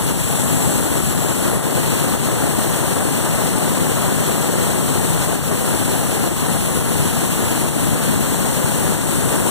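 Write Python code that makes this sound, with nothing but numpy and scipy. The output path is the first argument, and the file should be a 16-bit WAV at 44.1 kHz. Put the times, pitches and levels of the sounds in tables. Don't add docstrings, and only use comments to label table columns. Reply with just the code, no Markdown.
import sys
import numpy as np
from scipy import signal
from scipy.fft import rfft, irfft
from scipy.io import wavfile
from scipy.ndimage import uniform_filter1d, minimum_filter1d

SR = 44100
rng = np.random.default_rng(int(sys.argv[2]) if len(sys.argv) > 2 else 0)


def bounce(signal):
    frames = np.transpose(np.atleast_2d(signal))
    limited = np.clip(frames, -1, 1)
    pcm = np.round(limited * 32767).astype(np.int16)
    wavfile.write(sys.argv[1], SR, pcm)


N = 418950
CEILING_DB = 6


def gain_of(db):
    return 10 ** (np.asarray(db) / 20)


def read(points, hz):
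    points_hz, values = np.transpose(points)
    return np.interp(np.log(hz + 1), np.log(points_hz), values)


def follow(rows, t):
    times_s, *columns = np.transpose(rows)
    return [np.interp(t, times_s, column) for column in columns]


def white():
    return rng.standard_normal((2, N)) * np.sqrt(SR / 2)


def colour(x, gain):
    return irfft(rfft(x) * gain(np.fft.rfftfreq(N, 1 / SR)), N)


def flutter(rate_hz):
    x = colour(rng.standard_normal(N), lambda hz: hz / (hz + 3) / (1 + (hz / rate_hz) ** 2))
    return x / x.std()


def stream(t, waver_db=0.26, waver_hz=5, swing_half_s=0.025):
    # time_s, level_db
    trend = [(0, -1), (0.75, 0), (1.2, 1), (1.55, 3), (2.0, 1), (3.1, 1), (4.3, 1.2), (5.2, 0.5),
             (6.0, 0.1), (7.5, -0.5), (8.0, 0.3), (8.9, 0.2), (9.5, 1.4)]
    # time_s, change_db
    swings = [(0.25, -5), (1.06, -8), (1.2, -2), (1.351, -3), (1.87, -2.5), (2.3, 2), (2.45, 2), (3.0, 2.5),
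              (3.25, 2), (4.1, 1.2), (4.88, -1.5), (5.07, -1), (5.46, -4.5), (5.72, 2.5), (6.08, -1),
              (6.36, -6), (6.5, 3), (6.6, -5), (6.84, -1), (7.33, -3), (7.44, 4), (7.66, -1.5),
              (8.05, -1.5), (8.37, -2.5), (8.86, 1.5), (9.02, 0), (9.35, 2.5)]
    swings_db = sum(db * np.exp(-.5 * ((t - s) / swing_half_s) ** 2) for s, db in swings)
    return follow(trend, t)[0] + waver_db * flutter(waver_hz) + swings_db


def draught(t, stream_db, rumble_follows=0.16, eddy_db=4.0, eddy_hz=100, split_hz=280):
    # freq_hz, level_db
    windward = [(25, -31), (45, -48.5), (65, -49), (100, -43.5), (160, -40.5), (250, -44), (400, -48.5),
                (700, -53.5), (1200, -61), (2000, -65.5), (4000, -115.5)]
    # freq_hz, gain_db
    shelter = [(150, -13), (400, -12), (1200, -8.5)]
    # time_s, gain_db
    rumble_ride = [(0, 0.7), (0.72, 2.5), (0.87, -1.5), (1.12, 3), (1.3, -0.6), (2.1, 0.2), (2.95, -2),
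                   (3.3, 0), (5.1, 0.5), (5.35, 1.5), (6.25, -0.8), (6.6, 0.8), (7.5, 1), (7.85, 1.8),
                   (8.65, 1), (9.3, 1.5), (9.5, -2)]
    air = colour(white(), lambda hz: gain_of([read(windward, hz), read(windward, hz) + read(shelter, hz)]))
    rumble = colour(air, lambda hz: 1 / (1 + (hz / split_hz) ** 4))
    rumble_db = follow(rumble_ride, t)[0] + rumble_follows * stream_db
    eddies = gain_of(eddy_db * np.tanh(flutter(eddy_hz)))
    buffet = (air - rumble) * eddies / np.sqrt(np.mean(eddies ** 2))
    return gain_of(rumble_db) * rumble + gain_of(stream_db) * buffet


def gusts(t, width_s=0.018, trim_db=4.5):
    # (against the ceiling, before trim_db)
    pushes = [(0.125, -4.5), (1.13, -5), (1.335, -4.5), (1.585, -2.5), (2.16, -3), (5.37, -1.3),
              (6.29, -4.7), (6.8, -3.4), (7.705, -5), (8.96, -2.8)]
    pressure = sum(gain_of(CEILING_DB + trim_db + db) * np.exp(-.5 * ((t - s) / width_s) ** 2)
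                   for s, db in pushes)
    return np.array([pressure, np.zeros(N)])


def sizzle(t, start_s, end_s, rise_s=0.28, fall_s=0.13):
    time_constants = np.maximum(start_s - t, 0) / rise_s + np.maximum(t - end_s, 0) / fall_s
    return -20 * np.log10(np.e) * time_constants


def blade(level_db=-1.0, right_db=-17, mode_width_hz=26, wander_hz=9, size=2048):
    # time_s, crest_hz, level_db
    singing = [(0, 8100, -59.5), (0.5, 8000, -56.5), (1.25, 7900, -57.5), (1.85, 8550, -58.8),
               (2.3, 8600, -58), (2.8, 8460, -57.5), (3.4, 8300, -59.5), (4.5, 8250, -58),
               (5.2, 8400, -58.3), (6.7, 8350, -59), (7.5, 8360, -59), (8.7, 8800, -56), (9.5, 8360, -56.5)]
    # start_s, end_s, centre_hz, width_hz, left_db, right_db
    sizzles = [(0, 1.55, 10950, 600, -60, -81), (0, 0.45, 10200, 550, -63, -66),
               (0.45, 0.97, 8100, 110, -59, -62), (1.35, 1.6, 9900, 450, -59, -70),
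               (2.55, 5.2, 9300, 480, -61, -72), (5.7, 6.15, 10450, 550, -63, -63),
               (6.5, 7.1, 10060, 500, -61, -63.5), (7.3, 7.65, 10450, 500, -63.5, -63),
               (7.35, 7.1, 8620, 130, -51, -66), (7.8, 9.5, 11900, 1100, -71, -80)]
    # pitch_hz, level_db (against the crowd)
    clear_modes = [(7050, 0), (7290, -7), (7510, 4), (7660, -8), (7815, 6), (8170, -11), (8280, -11),
                   (8410, -11), (8560, -9), (8710, -9), (8990, -5), (9255, 4), (9540, -4), (9830, -4)]
    hz, t, spectrum = signal.stft(white(), SR, nperseg=size)

    def bell(centre_hz, width_hz, db=0):
        return gain_of(db) ** 2 * np.exp(-((hz[:, None] - centre_hz) / width_hz) ** 2)

    crest_hz, zone_db = follow(singing, t)
    crest = bell(crest_hz, width_hz=720)
    shoulder = bell(centre_hz=7300, width_hz=700, db=-7)
    skirt = bell(centre_hz=9800, width_hz=2100, db=-8)
    main_zone = (crest + shoulder + skirt) * gain_of([zone_db, zone_db + right_db])[:, None] ** 2
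    passing_zones = sum(
        np.array([bell(centre_hz, width_hz, db + sizzle(t, start_s, end_s)) for db in sides_db])
        for start_s, end_s, centre_hz, width_hz, *sides_db in sizzles)
    shift_hz = wander_hz * np.interp(t, np.arange(N) / SR, flutter(rate_hz=1.5))
    peaks = 1 + sum(bell(pitch_hz + shift_hz, mode_width_hz, db) for pitch_hz, db in clear_modes)
    spectrum = spectrum * np.sqrt((main_zone + passing_zones) * peaks)
    return gain_of(level_db) * signal.istft(spectrum, SR, nperseg=size)[1][:, :N]


def shimmer(x, depth_db=2.0, from_hz=6000, size=1024, patch_frames=60, patch_bins=4):
    framing = dict(nperseg=size, noverlap=size - size // 4)
    hz, _, spectrum = signal.stft(x, SR, **framing)
    patches = uniform_filter1d(rng.standard_normal(spectrum.shape), patch_frames, axis=2)
    patches = uniform_filter1d(patches, patch_bins, axis=1)
    spread_db = depth_db * (hz ** 2 / (hz ** 2 + from_hz ** 2))[:, None]
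    spectrum = spectrum * gain_of(spread_db * patches / patches.std())
    return signal.istft(spectrum, SR, **framing)[1][:, :N]


def bite(t, uneven_db=0.76, uneven_hz=8):
    # time_s, level_db
    feed = [(0, -1.5), (0.6, -0.9), (1.3, -1.5), (1.65, -1.5), (2.0, 0.5), (2.3, -1.4), (3.4, -1),
            (4.7, -0.8), (5.3, -1.5), (5.68, -0.9), (6.2, -1.5), (7.1, -0.7), (7.55, -0.7), (8.0, -1.4),
            (8.8, -1.2), (9.5, -1.4)]
    return follow(feed, t)[0] + uneven_db * flutter(uneven_hz)


def rasp(bite_db, grain_db=0.6, grain_hz=40):
    # freq_hz, level_db
    hiss_eq = [(100, -75), (400, -61), (1000, -60.5), (1700, -65), (2150, -67.5), (2700, -64), (3200, -67),
               (3800, -69.3), (4450, -67.5), (4900, -82), (5500, -69), (6200, -71), (7000, -63),
               (9800, -67), (11900, -67.5), (13000, -68.5), (13800, -68), (15300, -67)]
    # freq_hz, gain_db
    shade = [(6000, 0), (9000, -6), (12500, -1.5), (15300, -2)]
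    level_db = bite_db + grain_db * flutter(grain_hz)
    hiss = colour(white(), lambda hz: gain_of([read(hiss_eq, hz), read(hiss_eq, hz) + read(shade, hz)]))
    return gain_of(level_db) * hiss


def scene(blade_follows=0.18):
    t = np.arange(N) / SR
    bite_db, stream_db = bite(t), stream(t)
    cut = rasp(bite_db) + gain_of(blade_follows * bite_db) * blade()
    return shimmer(cut) + draught(t, stream_db) + gusts(t)


def limit(x, hold_s=0.032, release_s=0.054, attack_s=0.0071):
    peak_db = 20 * np.log10(abs(x).max(0) + 1e-9)
    over_db = np.maximum(peak_db - CEILING_DB, 1e-9)
    hold = round(hold_s * SR)
    held_db = -minimum_filter1d(-over_db, hold, origin=(hold - 1) // 2)
    fade = np.arange(N) / SR / release_s
    duck_db = np.exp(np.maximum.accumulate(np.log(held_db) + fade) - fade)
    return x * gain_of(-uniform_filter1d(duck_db, round(attack_s * SR)))


def widen(x):
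    # freq_hz, share (0-1)
    shares = [(100, .56), (1200, .62), (2000, .82), (2300, .97), (2500, .99), (3000, .88), (3600, .94),
              (4900, 1), (5500, .88), (6100, .66), (6600, .3), (15000, .33)]
    # freq_hz, delay_s
    delays = [(100, .000422), (1300, .000422), (2250, .000418), (2600, .000403), (3000, .000412),
              (3600, .000414), (4300, .000412), (4750, .000415), (5100, .000398), (5500, .000406),
              (6600, .00042), (15000, .000422)]
    return x - colour(x[::-1], lambda hz: read(shares, hz) * np.exp(-2j * np.pi * hz * read(delays, hz)))


def record(dry, low_cut_hz=60, high_cut_hz=15500):
    wind_filter = signal.butter(N=5, Wn=low_cut_hz, btype="high", fs=SR, output="sos")
    high_cut = signal.firwin(1023, high_cut_hz, window=("kaiser", 9), fs=SR)
    wide = widen(signal.sosfilt(wind_filter, limit(dry)))
    return signal.oaconvolve(wide, high_cut[None], "same")


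dry = scene()
out = record(dry)
bounce(out)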